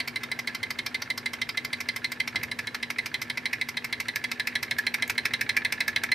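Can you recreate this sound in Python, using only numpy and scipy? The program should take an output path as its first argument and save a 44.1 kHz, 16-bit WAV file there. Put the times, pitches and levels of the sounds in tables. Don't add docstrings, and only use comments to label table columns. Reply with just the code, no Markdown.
import sys
import numpy as np
from scipy import signal
from scipy.fft import rfft, irfft, next_fast_len
from scipy.io import wavfile
from scipy.ndimage import map_coordinates

SR = 44100
rng = np.random.default_rng(int(sys.argv[2]) if len(sys.argv) > 2 else 0)


def linear_from_db(decibels):
    return 10 ** (np.asarray(decibels, float) / 20)


def to_wav(sig):
    pcm = np.clip(np.atleast_2d(sig), -1, 1) * 32767
    pcm = np.round(pcm).astype(np.int16)
    wavfile.write(sys.argv[1], SR, pcm.T)


N = 270774
T = np.arange(SR // 10) / SR
EARLY = slice(0, SR // 60)

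# frequency in Hz, level on the out stroke in dB,
# level on the back stroke in dB, t60 in seconds.
FRAME_MODES = [(1960, -7, -5, .07), (2053, 0, 0, .08), (2166, -4, -1, .07), (2277, -7, 1, .07),
               (2345, -13, -5, .06), (2468, -15, -7, .06), (2570, -13, -5, .05), (2735, -18, -8, .05),
               (2870, -22, -13, .04)]
LOW_MODES = [(1635, -2, -2, .06), (1690, -4, -3, .06), (1730, 2, 2, .08), (1850, -3, -4, .06),
             (1910, -4, -4, .06)]
BASE_MODES = [(829, -7, -8, .07), (933, -1, -6, .08), (991, -2, -7, .08), (1105, -2, -2, .07),
              (1302, -5, 0, .06), (1435, -6, 0, .05), (1534, 1, 0, .05)]
BRIGHT_MODES = [(3140, -10, -7, .04), (3260, -11, -11, .045), (3333, -7, -8, .045), (3500, -12, -11, .04),
                (3660, -7, -7, .045), (3840, -2, -3, .045), (4001, 0, -4, .045), (4120, -4, -7, .04),
                (4350, -5, -6, .035), (4624, -7, 0, .04), (4935, -14, 0, .035), (5238, -15, -1, .03),
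                (5572, -15, 0, .03), (5850, -20, -3, .03)]
# mode in Hz, change in dB from the side, change in dB with the crank end faced.
MODE_DIRECTION = [(933, -3, 0), (1105, 3, -3), (1730, -4, 0), (1850, 3, 3), (1960, -3, 0), (2053, 0, -4),
                  (2277, -2, -3), (2570, -3, 3), (3140, 4, 0), (3333, -6, 1), (3840, -3, 0), (4120, 1, 6),
                  (4350, 1, -8), (4624, 4, -5)]

# time in seconds, turns made.
CRANK_TURNS = [(.0018, 0), (.9453, 6), (1.8874, 12), (2.2012, 14), (2.6713, 17), (3.6133, 23), (4.2409, 27),
               (5.0235, 32), (5.8054, 37), (6.1177, 39)]
BACK_AFTER_S = .0753
# time in seconds, out-stroke blow in dB,
# back-stroke blow in dB, crank end facing the microphone from 0 to 1.
BLOW_COURSE = [(0, -37.5, -39, 0), (.3, -37.5, -41.5, 0.13), (.8, -37, -39, 0.04), (1.6, -35.5, -40.5, 0),
               (2.25, -36, -39, 0.33), (2.55, -39.5, -38.5, 0.83), (3, -37, -37, 0.58),
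               (3.4, -37, -39, 0.4), (3.8, -37.5, -39, 0.73), (4.2, -36, -35, 0.6), (4.7, -34.5, -35, 1),
               (4.9, -33, -35, 0.73), (5.2, -33.5, -32, 1), (5.45, -32.5, -34.5, 0.97),
               (6.14, -33, -33.5, 0.99)]
# dB from the side, dB more when faced, scatter in dB.
OUT_PARTS = [
    (12.5, -1, 0.07),
    (-1.5, 7, 0.5),
    (12.5, -2, 1.5),
]
BACK_PARTS = [
    (12, -2.8, .6),
    (-5.5, 11, 4.8),
    (12, -15, 1.8),
]
# time in seconds, ring dB more, leading mode in Hz.
OUT_ODD_BLOWS = [(0, -1, 2055), (.79, -2, 2160), (1.1, 1, 2055), (1.73, -2.5, 2055), (2.2, 3, 2055),
                 (2.36, 3, 2055), (2.51, -1, 2055), (2.67, -3, 2170), (2.99, 3.5, 2055), (3.3, -2.5, 2160),
                 (3.46, 1.5, 2055), (3.61, 4, 2055), (4.08, -0.3, 1960), (4.4, -3, 1730), (4.55, 0, 1930),
                 (4.71, 0, 2160), (5.34, -1.5, 2070), (5.49, 0, 2055), (6.12, 4, 2055)]
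BACK_ODD_BLOWS = [(.08, -1.5, 2300), (.39, 3.5, 2055), (.86, -2.2, 2350), (1.02, -4, 2055),
                  (1.18, -6, 2070), (1.33, -3.5, 2055), (2.27, 0.5, 2120), (2.43, 2.5, 2055),
                  (2.75, -5.5, 2055), (3.06, -3.5, 2340), (3.37, 3, 2055), (3.53, 6, 2130),
                  (4.16, -1.5, 1860), (4.32, -1, 1900), (4.47, 1, 2170), (4.79, -5.5, 1960),
                  (4.94, 2.2, 2100), (5.1, 0, 2350), (5.26, -0.5, 2270), (5.41, 2, 2270), (5.57, 6.5, 2350),
                  (5.72, 1, 2320), (6.04, 1.5, 2340)]
LEAD_HZ = 2055
LEAD_DB, LEAD_FADES_DB = 3, 5
LEAD_LONGER = .7
LOW_LED_DB = 4.5
BASE_SCATTER_DB = 1.2

# frequency in Hz, density in dB per Hz.
OUT_CRACK = [(700, -26), (1500, 2.5), (2800, 9), (4200, 7.5), (5800, 7), (6700, -5), (8600, 1), (10500, 0),
             (14500, -13), (16500, 7.5)]
BACK_CRACK = [(700, -28), (1500, 10), (2800, 4), (5500, 10), (6700, 0), (10000, -1), (12800, 1.5),
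              (14500, -1), (16500, -28)]
# frequency in Hz, density in dB per Hz.
PLATE_THUMP = [(200, -19), (400, 2), (650, 25), (850, 11), (1200, -21.5)]

# seconds after the out stroke, dB over the blow,
# dB more when faced, scatter in dB, base share in dB, base dB more when faced.
ROD_TAPS = [
    (.054, 0, 5.5, 3, -16, -4),
    (.1285, 4, 6, 1.5, -6, -10),
]
TAP_SLOP_S = .002
# time in seconds, level in dB, base share in dB.
ROD_JUMPS = [
    (2.347, -32, 0),
    (2.413, -27, -24),
    (2.484, -29.5, -18),
]
# time in seconds, level in dB.
RATTLE_COURSE = [
    (0.0, -43),
    (2.19, -44),
    (3.91, -44),
    (4.94, -42),
    (5.93, -41),
    (6.14, -41.5),
]

# time in seconds, peak in dB.
STRAY_TICKS = [
    (5.078, -24.5),
    (5.1492, -41),
]
# frequency in Hz, density in dB per Hz.
TICK_COLOUR = [(3000, -30), (6000, -5), (9000, -11), (15000, -6), (16500, -30)]
# time in seconds, level in dB, t60 in seconds.
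NUDGE = [
    (2.347, -39, 0.16),
]
# frequency in Hz, density in dB per Hz.
NUDGE_THUD = [(40, -22), (70, -1), (130, -3), (250, -5), (1300, -6), (2000, -39)]

# frequency in Hz, t60 in seconds.
ROOM_DECAY = [(500, 0.16), (2000, 0.15), (6000, 0.12), (14000, 0.077)]
# frequency in Hz, density in dB per Hz.
RUMBLE_COLOUR = [(15, -70), (25, -50), (69, -14), (109, -2.5), (183, -17), (202, -12), (234, -7),
                 (253, -0.5), (266, -10.5), (440, -10.5), (588, -16.5), (1090, -20.5), (1200, -20.5),
                 (1560, -48), (2640, -120)]
HISS_COLOUR = [(590, -18), (1000, -7.5), (1200, -18), (1870, -4.5), (2100, -37.5), (2910, -13.5),
               (3980, -19), (7100, -30), (13300, -33.5), (16000, -39)]
# frequency in Hz, rms in dB, wander in Hz.
HUM_TONES = [(116, -62, 14), (135, -62, 7), (180, -67, 2), (240, -52, 1.5), (300, -66, 2)]
# frequency in Hz, rms in dB.
BODY_WHINE = [(390, -71.5), (510, -71)]
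RUMBLE_DB, MURMUR_DB = -55.5, -53.5
NEAR_GAIN = 1
SHAKEN_DB, SHAKEN_MURMUR_DB, SETTLE_S = 11.5, 3.5, 0.19

# frequency in Hz, left minus right in dB.
PORT_LEVEL = [(60, 2), (150, 3.5), (380, 2.5), (950, -1.5), (2380, -2.0), (5980, -1.0), (15000, 0.5)]
# frequency in Hz, lead of the left port in radians.
PORT_LEAD = [(0, 0), (520, -0.22), (1120, -0.52), (1550, -0.3), (4390, 0.24), (7490, -0.31), (9820, 0.99),
             (11500, 0.71), (16200, -0.42)]
# frequency in Hz, gain in dB.
BAND_EDGE = [(15000, 0), (15500, -8), (16000, -22), (16600, -34), (16650, -120)]


def unit(x):
    return x / np.sqrt(np.mean(x ** 2) + 1e-20)


def along(points, hz):
    f, value = np.transpose(points)
    return np.interp(np.log(hz + 1), np.log(f + 1), value)


def curve(rows, column=1):
    return np.interp(np.arange(N) / SR, *np.transpose(rows)[[0, column]])


def wobble(rate):
    knots = rng.standard_normal(int(N * rate / SR) + 4)
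    return map_coordinates(knots, [np.arange(N) * rate / SR])


def filtered(x, response):
    size = next_fast_len(x.shape[-1] + 4096)
    spectrum = rfft(x, size) * response(np.fft.rfftfreq(size, 1 / SR))
    return irfft(spectrum, size)[..., :x.shape[-1]]


def noise(colour, size):
    return unit(filtered(rng.standard_normal(size), lambda hz: linear_from_db(along(colour, hz))))


def add(track, s, sound):
    start = round(s * SR)
    sound = sound[..., max(-start, 0):]
    start = max(start, 0)
    track[..., start:start + sound.shape[-1]] += sound


def stroke_ends(after_s):
    s, turns = np.transpose(CRANK_TURNS)
    times = np.interp(np.arange(turns[-1] + 1), turns, s) + after_s
    return times[times < N / SR]


def blow_rows(column, after_s, parts, odd_blows):
    s = stroke_ends(after_s)
    at = np.round(s * SR).astype(int)
    side_db, faced_db, scatter_db = np.transpose(parts)
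    faced = curve(BLOW_COURSE, column=3)[at]
    over = side_db + np.outer(faced, faced_db) + scatter_db * rng.standard_normal((len(s), 3))
    hz = np.full(len(s), float(LEAD_HZ))
    for when, more_db, lead_hz in odd_blows:
        k = np.argmin(abs(s - when))
        over[k, 0] += more_db
        hz[k] = lead_hz
        over[k, 1] += LOW_LED_DB * (lead_hz < FRAME_MODES[0][0])
    ring_db, low_db, bright_db = over.T
    blow_db = curve(BLOW_COURSE, column)[at]
    return zip(s, blow_db + ring_db, hz, low_db - ring_db, bright_db - ring_db, -ring_db)


def heard_from(modes, faced):
    shift = {hz: side + faced * (front - side) for hz, side, front in MODE_DIRECTION}
    return [(hz, a + shift.get(hz, 0), b + shift.get(hz, 0), t60) for hz, a, b, t60 in modes]


def ring(modes, stroke, scatter_db, rise, choke, lead_hz=None, lead_db=0):
    hz, t60, db = (np.array(modes)[:, [k]] for k in (0, 3, 1 + stroke))
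    strength, phase = rng.standard_normal((2, len(hz), 1))
    if lead_hz:
        lead = np.exp(-((hz - lead_hz) / 45) ** 2)
        db = db + (lead_db - db) * lead
        t60 = t60 * (1 + LEAD_LONGER * lead)
    drift = np.cumsum(rng.standard_normal((len(hz), len(T))), axis=1)
    blur = .013 * (hz / 2000) ** 1.7 * drift
    decay = linear_from_db(db + scatter_db * strength - 60 * T / t60)
    waves = decay * np.sin(2 * np.pi * hz * T + 3 * phase + blur)
    damper = .05 + .95 / (1 + np.exp((T - choke) / .0025))
    x = waves.sum(0) * (1 - np.exp(-T / rise)) ** 2 * damper
    return x / np.std(x[EARLY])


def base_answer(faced, stroke, choke, base_db, thump_db):
    level = linear_from_db(base_db + BASE_SCATTER_DB * rng.standard_normal())
    modes = heard_from(BASE_MODES, faced)
    base = level * ring(modes, stroke, scatter_db=BASE_SCATTER_DB, rise=0.0022, choke=choke)
    thump = linear_from_db(thump_db - 60 * T / 0.047) * noise(PLATE_THUMP, len(T))
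    return base + thump * (1 - np.exp(-T / 0.0069))


def crack(colour, faced, graze_db):
    hit = np.clip(T - .005, 0, None)
    rebound = np.clip(hit - .0035 - 0.0025 * rng.standard_normal(), 0, None)
    graze = linear_from_db(graze_db - 60 * (.005 - T) / 0.022) * (hit == 0)
    burst = linear_from_db(-60 * hit / 0.018) + 0.21 * linear_from_db(-60 * hit / 0.095)
    burst = burst + 0.63 * (rebound > 0) * linear_from_db(-60 * rebound / 0.0094)
    tilt_db = 1.2 * rng.standard_normal() - .4 * faced
    tilted = [(f, level + tilt_db * np.log2(f / 9000)) for f, level in colour]
    grit = noise(tilted, (3, len(T)))
    return (grit[0] + 0.37 * grit[1:]) * (graze + burst * (hit > 0))


def knocks(rows, stroke, crack_colour, choke, lead, base_db, thump_db, graze_db):
    out = np.zeros((2, N + SR))
    near_db, facing = curve(RATTLE_COURSE), curve(BLOW_COURSE, column=3)
    for s, db, hz, low_db, bright_db, crack_db in rows:
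        i = round(s * SR)
        faced = facing[i]
        frame = ring(heard_from(FRAME_MODES, faced), stroke, scatter_db=2.5, rise=0.0014, choke=choke,
                     lead_hz=hz, lead_db=LEAD_DB - LEAD_FADES_DB * faced)
        low = ring(heard_from(LOW_MODES, faced), stroke, scatter_db=1.0, rise=0.0038, choke=choke)
        frame = frame + linear_from_db(low_db) * low
        base = base_answer(faced, stroke, choke, base_db, thump_db)
        add(out, s - lead, linear_from_db(db - 4.0) * frame + linear_from_db(near_db[i]) * base)
        bright = ring(heard_from(BRIGHT_MODES, faced), stroke, scatter_db=4.0, rise=0.0014, choke=0.019)
        add(out, s, linear_from_db(db + bright_db - 8.5) * bright)
        add(out, s - .0053, linear_from_db(db + crack_db + 9) * crack(crack_colour, faced, graze_db))
    return out[:, :N]


def tap_rows():
    rows = list(ROD_JUMPS)
    blow_db, facing = curve(BLOW_COURSE), curve(BLOW_COURSE, column=3)
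    for after_s, db, faced_db, scatter_db, base_db, base_faced_db in ROD_TAPS:
        for s in stroke_ends(after_s):
            i = round(s * SR)
            late, hard, low = rng.standard_normal(3)
            level_db = blow_db[i] + db + faced_db * facing[i] ** 3 + scatter_db * hard
            rows.append((s + TAP_SLOP_S * late, level_db, base_db + base_faced_db * facing[i] + low))
    return rows


def taps():
    out, facing = np.zeros(N + SR), curve(BLOW_COURSE, column=3)
    for s, db, base_db in tap_rows():
        faced = facing[round(s * SR)]
        low = [(hz, a, b + 4 * faced, t60) for hz, a, b, t60 in LOW_MODES]
        frame = ring([*FRAME_MODES, *low], 1, scatter_db=4, rise=.002, choke=.011)
        frame = frame + linear_from_db(-14) * ring(BRIGHT_MODES, 0, scatter_db=5, rise=.002, choke=.008)
        base = ring(BASE_MODES[4:], 1, scatter_db=4.0, rise=0.0027, choke=0.0067)
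        add(out, s - .002, linear_from_db(db - 15) * (frame + linear_from_db(base_db + 3.0) * base))
    return out[:N]


def rattle():
    shake = rng.standard_normal(N) * linear_from_db(3 * wobble(60) + 3.5 * wobble(200))
    modes = [(hz, b) for hz, _, b, _ in [*FRAME_MODES, *LOW_MODES]]
    modes += [(hz, b - 12) for hz, _, b, _ in BASE_MODES]
    modes += [(hz, (a + b) / 2 - 8) for hz, a, b, _ in BRIGHT_MODES]

    def body(f):
        total = 0
        for k, (hz, db) in enumerate(modes):
            width = max(70, hz / 25)
            resonance = 1j * f * 70 / (hz * hz - f * f + 1j * f * width)
            total = total + (-1) ** k * linear_from_db(db) * resonance
        return total

    return linear_from_db(curve(RATTLE_COURSE) - 5.5) * unit(filtered(shake, body))


def ticks_and_nudge():
    out = np.zeros(N + SR)
    for s, db in STRAY_TICKS:
        add(out, s, linear_from_db(db - 11 - 60 * T / 0.023) * noise(TICK_COLOUR, len(T)))
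    for s, db, t60 in NUDGE:
        thud = linear_from_db(db - 60 * T / t60) * noise(NUDGE_THUD, len(T))
        add(out, s, thud * (1 - np.exp(-T / 0.0015)))
    return out[:N]


def room(x):
    hz, t, z = signal.stft(rng.standard_normal((3, SR // 3)), SR, nperseg=256)
    decay = linear_from_db(-60 * t / along(ROOM_DECAY, hz)[:, None])
    tail = signal.istft(z * decay, SR, nperseg=256)[1]
    tail = tail[1:] + 1.3 * tail[0]
    late = np.pad(x, (100, 0))[None]
    return signal.fftconvolve(late, tail / np.linalg.norm(tail[0]), axes=1)[:, :N]


def tone(hz, wander_hz):
    drift = 2 * np.pi * wander_hz * np.cumsum(wobble(25)) / SR
    return np.sin(2 * np.pi * hz * np.arange(N) / SR + drift)


def camera_motor():
    hum = sum(linear_from_db(db + 3 + 1.2 * wobble(6)) * tone(hz, wander_hz) for hz, db, wander_hz in HUM_TONES)
    whine = sum(linear_from_db(db + 6 + 1.5 * wobble(18)) * tone(hz, 6.5) for hz, db in BODY_WHINE)
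    return hum + whine * [[1], [-1]]


def room_rumble():
    air = noise(RUMBLE_COLOUR, (3, N))
    deep = filtered(air, lambda hz: 1 / (1 + (hz / 210) ** 6))
    since = np.arange(N) / SR - NUDGE[0][0]
    shiver = (since > 0) * np.exp(-abs(since) / SETTLE_S)
    deep_gain = linear_from_db(RUMBLE_DB + 5 + SHAKEN_DB * shiver + 0.43 * wobble(4.4))
    murmur_gain = linear_from_db(MURMUR_DB + 4 + SHAKEN_MURMUR_DB * shiver)
    near_db = NEAR_GAIN * (curve(RATTLE_COURSE) - RATTLE_COURSE[0][1])
    rumble = (deep * deep_gain + (air - deep) * murmur_gain) * linear_from_db(near_db)

    def unlike(hz):
        return np.clip(hz / 900, .12, .8) + 0.9 * (hz < 55)

    return rumble[0] + filtered(rumble[1:], unlike)


def microphone_hiss():
    hiss = noise(HISS_COLOUR, (3, N))
    return linear_from_db(-55.0) * (0.73 * hiss[1:] + hiss[0])


def scene():
    out_blows = blow_rows(column=1, after_s=0, parts=OUT_PARTS, odd_blows=OUT_ODD_BLOWS)
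    back_blows = blow_rows(column=2, after_s=BACK_AFTER_S, parts=BACK_PARTS, odd_blows=BACK_ODD_BLOWS)
    engine = knocks(out_blows, 0, OUT_CRACK, choke=0.021, lead=0.00189, base_db=-3.0, thump_db=3.5, graze_db=-20.5)
    engine = engine + knocks(back_blows, 1, BACK_CRACK, choke=0.019, lead=.003, base_db=.5, thump_db=2.5,
                             graze_db=-13)
    engine = engine + taps() + rattle() + ticks_and_nudge()
    background = camera_motor() + room_rumble() + microphone_hiss()
    return engine + linear_from_db(-11.5) * room(engine.mean(0)) + background


def band_limit(x):
    return signal.sosfilt(signal.butter(12, 16620, fs=SR, output="sos"), x)


def record(dry):
    side = np.array([[.5], [-.5]])

    def port(hz):
        gain = linear_from_db(side * along(PORT_LEVEL, hz) + along(BAND_EDGE, hz))
        return gain * np.exp(1j * side * along(PORT_LEAD, hz))

    return band_limit(filtered(dry, port))


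dry = scene()
out = record(dry)
to_wav(out)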